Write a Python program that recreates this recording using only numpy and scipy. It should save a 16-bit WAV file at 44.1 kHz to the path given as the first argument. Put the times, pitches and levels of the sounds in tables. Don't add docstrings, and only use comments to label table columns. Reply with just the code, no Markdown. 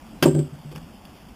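import sys
import numpy as np
from scipy import signal
from scipy.fft import rfft, irfft
from scipy.io import wavfile
from scipy.ndimage import uniform_filter1d

SR = 44100
rng = np.random.default_rng(int(sys.argv[2]) if len(sys.argv) > 2 else 0)


def boost_factor(decibels):
    exponent = np.asarray(decibels, float) / 20
    return 10 ** exponent


def transcribe(signal):
    frames = np.atleast_2d(signal).T
    limited = np.clip(frames, -1, 1)
    pcm = np.round(limited * 32767).astype(np.int16)
    wavfile.write(sys.argv[1], SR, pcm)


N = 59535


def evened(x):
    return x / np.sqrt(np.mean(x ** 2) + 1e-20)


def add(mix, start_s, sound):
    part = mix[round(start_s * SR):][:len(sound)]
    part += sound[:len(part)]


def ring(modes, colour_db):
    t = np.arange(SR // 2) / SR
    total = np.zeros(len(t))
    for (hz, db, t60), change_db in zip(modes, colour_db):
        total += boost_factor(db + change_db - 60 * t / t60) * np.sin(2 * np.pi * hz * t)
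    return total


# frequency [Hz], level [dB per Hz].
AIR_SPECTRUM = [(50, -1.5), (120, -9), (230, 0.5), (420, -16), (750, -12.5), (1950, -25), (3300, -20.5),
                (4000, -30)]
AIR_DB, PATCHY_DB, LUMPY_DB = -44.5, 1.5, 0.8


def workshop_air():
    table_hz, table_db = np.transpose(AIR_SPECTRUM)
    hz = np.fft.rfftfreq(N, 1 / SR)
    shape = boost_factor(np.interp(np.log(hz + 1), np.log(table_hz), table_db))
    shape = shape * (1 - np.exp(-(hz / 35) ** 2))
    noise = irfft(rfft(rng.standard_normal(N)) * shape, N)
    z = signal.stft(noise, nperseg=512, noverlap=384)[2]
    patches = uniform_filter1d(rng.standard_normal(z.shape), size=6, axis=0)
    patches = evened(uniform_filter1d(patches, size=12, axis=1))
    bass = np.fft.rfftfreq(512, 1 / SR) < 400
    z = z * boost_factor((PATCHY_DB + LUMPY_DB * bass)[:, None] * patches)
    return boost_factor(AIR_DB) * evened(signal.istft(z, nperseg=512, noverlap=384)[1][:N])


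# time in
# seconds [s], pitch [Hz], level [dB].
BOOM_CURVE = [
    (0.222, 160.8, -27),
    (0.228, 159.3, -22),
    (0.25, 157.6, -21),
    (0.26, 163, -34),
    (0.268, 157.0, -19.5),
    (0.29, 151, -16),
    (0.324, 148.5, -33),
    (0.347, 150.4, -20),
              (0.348, 150, -24.5),
    (0.356, 150.6, -19.5),
    (0.4, 149.4, -18),
    (0.478, 146.1, -39.5),
    (0.488, 143, -70),
    (0.5, 143, -45),
              (0.501, 148, -48),
    (0.509, 143, -61),
    (0.531, 144.2, -33.5),
    (0.557, 143.7, -42.5),
    (0.567, 146, -71),
    (0.571, 145, -52),
    (0.607, 151.2, -42),
    (0.64, 151, -71),
              (0.641, 145, -76),
    (0.655, 148.3, -35),
    (0.723, 147, -41),
    (0.741, 149, -56),
    (0.757, 153.0, -36.5),
    (0.783, 156.3, -36),
    (0.815, 168, -52),
    (0.835, 160.4, -39),
    (0.88, 171, -64),
]


def bench_boom():
    s, hz, db = np.transpose(BOOM_CURVE)
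    t = np.arange(N) / SR
    fade_in = np.clip((t - s.min()) / 0.003, 0, 1)
    fade_out = np.clip((s.max() - t) / 0.028, 0, 1)
    phase = 2 * np.pi * np.cumsum(np.interp(t, s, hz)) / SR
    return np.sqrt(2) * fade_in * fade_out * boost_factor(np.interp(t, s, db)) * np.sin(phase)


# frequency [Hz], level [dB], decay by 60 dB [s].
BENCH_MODES = [(252, -12, 0.36), (282.8, -7, 0.18), (331.9, -6.5, 0.2), (358, 1.5, 0.093),
               (384.1, -5.5, 0.25), (483, -3, 0.092), (538.7, -12.5, 0.18), (573.6, -8, .16),
               (758, -8.5, 0.14), (838, -8.5, 0.081), (935, -11.5, 0.084), (1036, -13.5, 0.18),
               (1103, -7.5, 0.078), (1140, -15, 0.081)]
BODY_RISE_S = 0.00074


def bench_body(contact_ms, colour_db):
    t = np.arange(SR // 2) / SR
    push = np.hanning(int(contact_ms * SR / 1000) + 3)
    body = ring(BENCH_MODES, colour_db) * (1 - np.exp(-t / BODY_RISE_S))
    return np.convolve(body, push / push.sum())[:len(t)]


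# frequency [Hz], level [dB], decay by 60 dB [s].
BLOCK_MODES = [(1003, -8, 0.045), (1546, -2.5, 0.084), (1686, -18, 0.047), (2063, -11, 0.018),
               (2483, -15.5, 0.021), (2868, -15, 0.052), (3076, -15, 0.02), (3222, -4, 0.028),
               (3567, -6, 0.026)]
CRACK_DB, CRACK_T60, CLACK_RISE_S = 7, 0.041, 0.00034


def block_clack(colour_db):
    t = np.arange(SR // 2) / SR
    crack = boost_factor(CRACK_DB - 60 * t / CRACK_T60) * rng.standard_normal(len(t))
    return (ring(BLOCK_MODES, colour_db) + crack) * np.minimum(t / CLACK_RISE_S, 1)


# start in seconds [s], body level [dB], clack level [dB], contact [ms].
CONTACTS = [(0.2255, -18.5, -16.5, 0.48), (.2285, -15.5, -17.5, 1.46), (.2360, -18, -17, 1.18),
            (.2490, -41, -33, 2.6), (0.255, -8, -36, 1.23), (0.2584, -11.5, -38, 1.06),
            (0.2662, -21.5, -37, 1.13), (.2780, -17.5, -42, 1.64), (.3490, -16.5, -40.5, 1.84),
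            (0.3583, -20.5, -62, 1.79), (.3890, -21, -40, 2.07), (.5180, -50, -65, 1.8),
            (0.647, -43, -57, 2.1), (.7150, -46.5, -50, 0.61), (.7510, -52, -47, 0.55)]
UNDER_HZ, UNDER_T60, THUD_DB = 82, 1, -29


def knocks():
    wood, legs = np.zeros(N), np.zeros(N)
    colours_db = 2.5 * rng.standard_normal((len(CONTACTS), 24))
    for (start_s, body_db, clack_db, contact_ms), colour_db in zip(CONTACTS, colours_db):
        add(wood, start_s, boost_factor(body_db) * bench_body(contact_ms, colour_db))
        add(wood, start_s, boost_factor(clack_db) * block_clack(colour_db[len(BENCH_MODES):]))
        add(legs, start_s, ring([(UNDER_HZ, body_db + THUD_DB, UNDER_T60)], colour_db))
    return wood, legs


ROOM_DB, ROOM_T60 = -14, 0.31


def room(x):
    t = np.arange(SR // 2) / SR
    tail = rng.standard_normal(len(t)) * boost_factor(-60 * t / ROOM_T60) * (t > 0.004)
    return boost_factor(ROOM_DB) * signal.fftconvolve(x, tail / np.linalg.norm(tail))[:N]


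def scuff(length_s, rasp_db, ring_db):
    t = np.arange(SR // 5) / SR
    unevenness = evened(uniform_filter1d(rng.standard_normal(len(t)), size=60))
    slips = evened(rng.standard_normal(len(t)) * boost_factor(3.5 * unevenness))
    slips = slips * np.sin(np.pi * np.clip(t / length_s, 0, 1) ** 0.91)
    rasp = signal.lfilter(*signal.butter(1, 2500, fs=SR), slips)
    mode_hz, width_hz = 508, 11
    mode = np.exp(-np.pi * width_hz * t) * np.sin(2 * np.pi * mode_hz * t)
    rung = signal.fftconvolve(slips, mode)[:len(t)]
    return boost_factor(rasp_db) * rasp + boost_factor(ring_db) * rung / abs(rung).max()


# start in seconds [s], length [s], rasp level [dB], ring level [dB].
DRAGS = [
    (.712, 0.019, -38.5, -44),
    (.749, 0.025, -33.5, -47),
    (.770, 0.02, -41.5, -52),
]


def lift_off():
    drags = np.zeros(N)
    for start_s, length_s, rasp_db, ring_db in DRAGS:
        add(drags, start_s, scuff(length_s, rasp_db, ring_db))
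    return drags


TICK_S, TICK_DB, TICK_HZ, TICK_T60, TICK_SPLIT = 1.0530, -42.5, 2870, 0.021, 1.18


def tick():
    t = np.arange(SR // 20) / SR
    modes = np.sin(2 * np.pi * TICK_HZ * t) + np.sin(2 * np.pi * TICK_HZ * TICK_SPLIT * t)
    return boost_factor(TICK_DB - 60 * t / TICK_T60) * modes


FLOOR_HZ, UNDER_DB = 130, -29.5


def scene():
    background = workshop_air()
    wood, legs = knocks()
    wood = wood + lift_off()
    add(wood, TICK_S, tick())
    wood = wood + room(wood)
    above = signal.sosfilt(signal.butter(3, FLOOR_HZ, "high", fs=SR, output="sos"), wood)
    return (above + boost_factor(UNDER_DB) * wood + legs + bench_boom() + background)[None]


def low_pass(x):
    return signal.sosfilt(signal.butter(12, 16590, fs=SR, output="sos"), x)


KEPT_HZ, HOLD, EDGE_HZ = 8000, 4, 15250
ROLL_HZ, ROLL_WIDTH_HZ, ROLL_DB = 3940, 480, -11.5
GRIT_DB, GRIT_S = -20.5, 0.0093


def record(dry):
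    count = N * KEPT_HZ // SR
    slow = signal.resample(dry[0], count)
    hz = np.fft.rfftfreq(count, 1 / KEPT_HZ)
    roll = np.clip(1 - (ROLL_HZ - hz) / ROLL_WIDTH_HZ, 0, 1) ** 2
    slow = irfft(rfft(slow) * boost_factor(ROLL_DB * roll), count)
    slope = uniform_filter1d(abs(np.diff(slow, prepend=0)), size=int(GRIT_S * KEPT_HZ))
    slow = slow + boost_factor(GRIT_DB) * slope * rng.standard_normal(count)
    held = rfft(np.repeat(slow, HOLD))
    held = held * (np.arange(len(held)) * SR / N < EDGE_HZ)
    mix = irfft(held, N) * N / (count * HOLD)
    return low_pass(mix[None])


dry = scene()
out = record(dry)
transcribe(out)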